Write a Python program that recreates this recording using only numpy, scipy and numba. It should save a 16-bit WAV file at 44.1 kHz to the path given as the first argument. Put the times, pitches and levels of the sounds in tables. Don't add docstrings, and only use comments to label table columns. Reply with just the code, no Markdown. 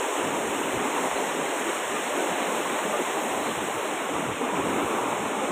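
import sys
import numpy as np
from scipy import signal
from scipy.fft import rfft, irfft
from scipy.io import wavfile
from scipy.ndimage import uniform_filter1d
from numba import njit

SR = 44100
rng = np.random.default_rng(int(sys.argv[2]) if len(sys.argv) > 2 else 0)


def bounce(signal):
    frames = np.transpose(np.atleast_2d(signal))
    limited = np.clip(frames, -1, 1)
    pcm = np.round(limited * 32767).astype(np.int16)
    wavfile.write(sys.argv[1], SR, pcm)


N = 242991
T = np.arange(N) / SR
FREQS_HZ = np.maximum(np.fft.rfftfreq(N, 1 / SR), 1)


def undb(db):
    return 10 ** (np.asarray(db) / 20)


def unit(x):
    return x / np.sqrt(np.mean(x ** 2))


def curve(table):
    time_s, level_db = np.transpose(table)
    return np.interp(T, time_s, level_db)


def colour(x, points):
    hz, db = np.transpose(points)
    skirts = np.minimum(1, np.minimum(FREQS_HZ / hz[0], hz[-1] / FREQS_HZ)) ** 2
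    gain = undb(np.interp(np.log(FREQS_HZ), np.log(hz), db))
    return unit(irfft(rfft(x) * skirts * gain, N))


def band(x, hz, width):
    return irfft(rfft(x) * np.exp(-(np.log(FREQS_HZ / hz) / width) ** 2), N)


def band_gain(x, hz, width, gain):
    return x + band(x, hz, width) * (gain - 1)


def walk(rate_hz):
    hold = int(SR / rate_hz)
    steps = np.repeat(rng.standard_normal(N // hold + 1), hold)
    return unit(uniform_filter1d(steps, hold)[:N])


def flutter(x, hz, width, swing_db, rate_hz):
    return band_gain(x, hz, width, unit(undb(swing_db * walk(rate_hz))))


def swell(s, half_s, order=2):
    return np.exp(-.5 * ((T - s) / half_s) ** order)


@njit
def ring(starts, hz, cycles, sizes, glide):
    out = np.zeros(N)
    for k in range(len(starts)):
        life = cycles[k] * SR / hz[k]
        z = sizes[k] + 0j
        turn = np.exp((2j * np.pi * cycles[k] - np.log(1000)) / life)
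        bend = np.exp(2j * np.pi * hz[k] / SR * glide / life)
        for i in range(starts[k], min(N, starts[k] + int(life))):
            z *= turn
            turn *= bend
            out[i] += z.imag
    return out


def bubbles(low_hz, high_hz, cycles, spread_db, glide, count):
    when, pitch, life, size = rng.random((count, 4)).T
    hz = low_hz * (high_hz / low_hz) ** pitch
    sizes = hz * undb(-spread_db * np.log(.02 + .98 * size))
    starts = (when * N).astype(np.int64)
    return unit(ring(starts, hz, cycles * (.5 + life), sizes, float(glide)))


def water(swarm, points, blur_db, surge_db, surge_hz):
    blur = undb(blur_db) * rng.standard_normal(N)
    return colour(swarm + blur, points) * undb(surge_db * walk(surge_hz))


def churn(flow_db, breaking_db):
    # freq_hz, level_db
    churn_colour = [(60, -41), (90, -35), (120, -21.5), (150, -15), (205, -6), (245, -3), (290, 0.5),
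                    (335, -1), (410, 1), (520, -6), (700, -16), (1200, -41)]
    clouds = bubbles(low_hz=139.2, high_hz=763, cycles=21, spread_db=2.5, glide=0.039, count=4400)
    level_db = -33.5 + 0.59 * flow_db + breaking_db
    out = water(clouds, churn_colour, blur_db=3.5, surge_db=0.13, surge_hz=12) * undb(level_db)
    return flutter(slumps(out), hz=141, width=0.63, swing_db=4.0, rate_hz=14)


def rush(flow_db, breaking_db):
    # freq_hz, level_db
    rush_colour = [(200, -32), (420, -2.5), (600, 1), (700, -1), (800, 0.5), (950, .5), (1150, -3.5),
                   (1400, -10.5), (2000, -42), (4000, -43)]
    babble = bubbles(low_hz=401.7, high_hz=1699.4, cycles=96, spread_db=1.0, glide=0.051, count=3000)
    level_db = -31.5 + flow_db + 0.13 * breaking_db
    return water(babble, rush_colour, blur_db=12.0, surge_db=-0.4, surge_hz=13) * undb(level_db)


def splash(flow_db, breaking_db, treble_db):
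    # freq_hz, level_db
    splash_colour = [(700, 3), (1200, 0.5), (1550, 1.1), (1850, 1), (2200, 0.1), (2900, -2.5), (3600, -7.5),
                     (4100, -13.5), (5000, -26), (7000, -48)]
    # time_s, level_db
    gap_edge = [(0, -1), (.9, 0), (1.5, -3), (2.45, 3), (2.9, 0), (3.45, 3), (3.9, 2), (4.35, -4), (4.8, 0),
                (5.12, -3), (5.51, 1)]
    drops = bubbles(low_hz=1095.0, high_hz=4565, cycles=96, spread_db=1.0, glide=0.084, count=10000)
    level_db = -33.5 + 0.18 * flow_db + 0.35 * breaking_db + 0.54 * treble_db
    out = water(drops, splash_colour, blur_db=11.5, surge_db=0.5, surge_hz=22) * undb(level_db)
    out = band_gain(out, hz=4200, width=0.11, gain=undb(curve(gap_edge)))
    return flutter(out, hz=4400, width=0.1, swing_db=4.5, rate_hz=20)


def spray(flow_db, treble_db):
    # freq_hz, level_db
    spray_colour = [(3500, -10), (5400, -9), (6000, -8), (6600, -1.5), (7500, 0), (8700, -0.5),
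                    (9350, -10.5), (9900, -10), (10800, -11.5), (11400, -16.5), (12200, -12.5),
                    (13000, -11.5), (13800, -19.5), (15300, -12.5)]
    # time_s, level_db
    mist = [(0, -2), (.7, .5), (1.05, -1.5), (2, -1.5), (3.5, 1.5), (4.4, -1.5), (4.8, 1.5), (5.3, -2.5)]
    fizz = bubbles(low_hz=4340, high_hz=16000, cycles=13.5, spread_db=0.5, glide=0.055, count=50000)
    level_db = -39 + 0.36 * flow_db + treble_db
    out = water(fizz, spray_colour, blur_db=4.0, surge_db=0.4, surge_hz=26) * undb(level_db)
    out = band_gain(out, hz=14000, width=0.45, gain=undb(curve(mist)))
    return flutter(out, hz=12500, width=0.25, swing_db=-0.1, rate_hz=9.8)


def torrent():
    # time_s, level_db
    flow = [(0, 2), (.7, -1.5), (1.05, 1), (1.85, -1.3), (2.2, 0.7), (3.3, 0.75), (3.8, -1.2), (4.25, 0.5),
            (4.7, 2), (5.51, 1)]
    # time_s, level_db
    treble = [(0, 0.3), (.84, -0.4), (1.02, 1), (1.4, 0), (1.7, 1.5), (2.15, 0.5), (2.6, 0.3), (3.5, -1.5),
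              (4.0, -2.0), (4.42, -4), (4.8, -3), (5.51, -2.5)]
    # centre_s, half_length_s, change_db
    breakers = [(0.21, 0.017, 4.5), (0.775, 0.15, 3.5), (1.184, .025, 0), (1.39, 0.025, 2.5),
                (1.687, .019, 3), (2.204, .03, 1.5), (2.46, 0.045, 1.5), (2.878, .025, 0), (3.45, 0.1, 0.5),
                (4.44, .022, -0.5), (4.59, 0.023, 2), (4.733, 0.19, 3), (5.118, 0.017, 1), (5.377, 0.06, 0)]
    flow_db, treble_db = curve(flow), curve(treble)
    breaking_db = sum(db * swell(s, half_s) for s, half_s, db in breakers)
    low = churn(flow_db, breaking_db) + rush(flow_db, breaking_db)
    return low + splash(flow_db, breaking_db, treble_db) + spray(flow_db, treble_db)


def wind():
    # freq_hz, level_db
    wind_colour = [(15, -18), (40, -20), (75, -7), (130, 1), (200, -3.5), (500, -43)]
    # start_s, end_s, level_db
    gusts = [(.26, 0.78, -57), (3.33, 3.6, -60), (4.5, 4.777, -48.5), (5.06, 5.25, -53)]
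    # centre_s, centre_hz, level_db
    puffs = [(.255, 110, -48), (.48, 65, -51), (.765, 85, -40), (1.144, 65, -53), (1.68, 60, -61),
             (3.39, 115, -51), (3.6, 111, -43.5), (3.772, 116, -47), (4.16, 115, -45.5), (4.305, 117, -36),
             (4.6, 90, -49), (4.685, 121, -40), (4.86, 111, -43.5)]
    attack_s, release_s, breeze_db = 0.05, 0.056, -61
    force = undb(breeze_db)
    for start_s, end_s, db in gusts:
        rise = np.minimum(T - start_s, 0) / attack_s
        fall = np.maximum(T - end_s, 0) / release_s
        force = force + undb(db) * np.exp(rise - fall)
    out = colour(rng.standard_normal(N), wind_colour) * force * undb(2.2 * walk(14))
    eddies = rng.standard_normal(N)
    for s, hz, db in puffs:
        thump = band(eddies, hz, width=0.61)
        shape = swell(s, half_s=0.023)
        thump_rms = np.sqrt(np.average(thump ** 2, weights=shape ** 2))
        out = out + undb(db) * shape * thump / thump_rms
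    return out


def dips(x):
    # centre_s, half_length_s, centre_hz, depth (0-1)
    dip_table = [(.07, 0.09, 162, 0.96), (1.119, 0.029, 296, 0.8), (1.53, .028, 190, 0.7),
                 (1.86, 0.035, 165, 0.6), (2.385, 0.018, 210, 0.6), (2.803, 0.037, 170, 0.8),
                 (3.05, .02, 300, 0.8), (3.294, .02, 160, .5), (3.983, 0.027, 160, 0.7),
                 (4.228, .022, 308, .5), (4.362, 0.035, 850, 0.5), (4.372, 0.029, 200, 0.55),
                 (4.518, .02, 180, 0.4), (5.179, 0.023, 220, 0.65)]
    lost = 0
    for s, half_s, hz, depth in dip_table:
        lost = lost + min(depth, 1) * swell(s, half_s, order=4) * band(x, hz, width=0.57)
    return x - lost


def slumps(x):
    # centre_s, half_length_s, bass_rise_db
    slump_table = [(.31, 0.043, 11), (.54, .025, 0), (1.0, .03, 8), (1.76, .025, 7), (1.977, .03, 8),
                   (2.32, 0.036, 14), (2.522, 0.03, 15), (2.735, 0.021, 11), (3.467, .03, 7),
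                   (3.65, .03, 10), (3.91, 0.028, 11), (4.125, 0.067, 13), (4.588, 0.025, 8),
                   (4.97, .04, 4)]
    rise_db = sum(db * swell(s, half_s) for s, half_s, db in slump_table)
    return band_gain(x, hz=118.5, width=0.43, gain=undb(rise_db))


def gurgles():
    # centre_s, pitch_hz, level_db
    gurgle_table = [(1.185, 433, -40), (1.681, 302, -34), (1.968, 1205, -36), (2.113, 598, -29),
                    (2.203, 1500, -36), (2.244, 384, -38), (2.328, 720, -32), (2.606, 618, -34),
                    (2.763, 624, -36), (2.943, 1213, -31), (2.949, 607, -29), (3.004, 383, -29),
                    (3.85, 400, -32.5), (4.435, 261, -29.5), (4.504, 944, -32), (4.595, 283, -30),
                    (4.778, 345, -36), (5.433, 498, -29.5)]
    half_s, climb = 0.014, 0.02
    wobble_hz = 20.05 * walk(110)
    out = 0
    for s, hz, db in gurgle_table:
        pitch_hz = hz * (1 + climb * np.tanh((T - s) / half_s)) + wobble_hz
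        tone = np.sqrt(2) * np.sin(2 * np.pi * np.cumsum(pitch_hz) / SR)
        out = out + undb(db) * swell(s, half_s) * tone
    return out


def ledge(x, from_s, fade_s, lag_s, share, dull_hz):
    delay = np.exp(-2j * np.pi * FREQS_HZ * lag_s)
    echo = irfft(rfft(x) * delay / (1 + (FREQS_HZ / dull_hz) ** 4), N)
    return x + share * np.clip((T - from_s) / fade_s, 0, 1) * echo


def scene():
    flood = dips(torrent()) + gurgles()
    flood = ledge(flood, from_s=3.5, fade_s=0.93, lag_s=0.00081, share=0.16, dull_hz=3200)
    return (flood + wind())[None, :]


def record(dry):
    # freq_hz, gain_db
    notch = [(4000, 0), (4250, -5), (4550, -17), (4700, -36), (4930, -40), (5060, -23), (5330, 0)]
    heard = irfft(rfft(dry) * undb(np.interp(FREQS_HZ, *np.transpose(notch))), N)
    top_cut = signal.ellip(14, .1, 90, 15480, fs=SR, output="sos")
    return signal.sosfilt(top_cut, heard)


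dry = scene()
out = record(dry)
bounce(out)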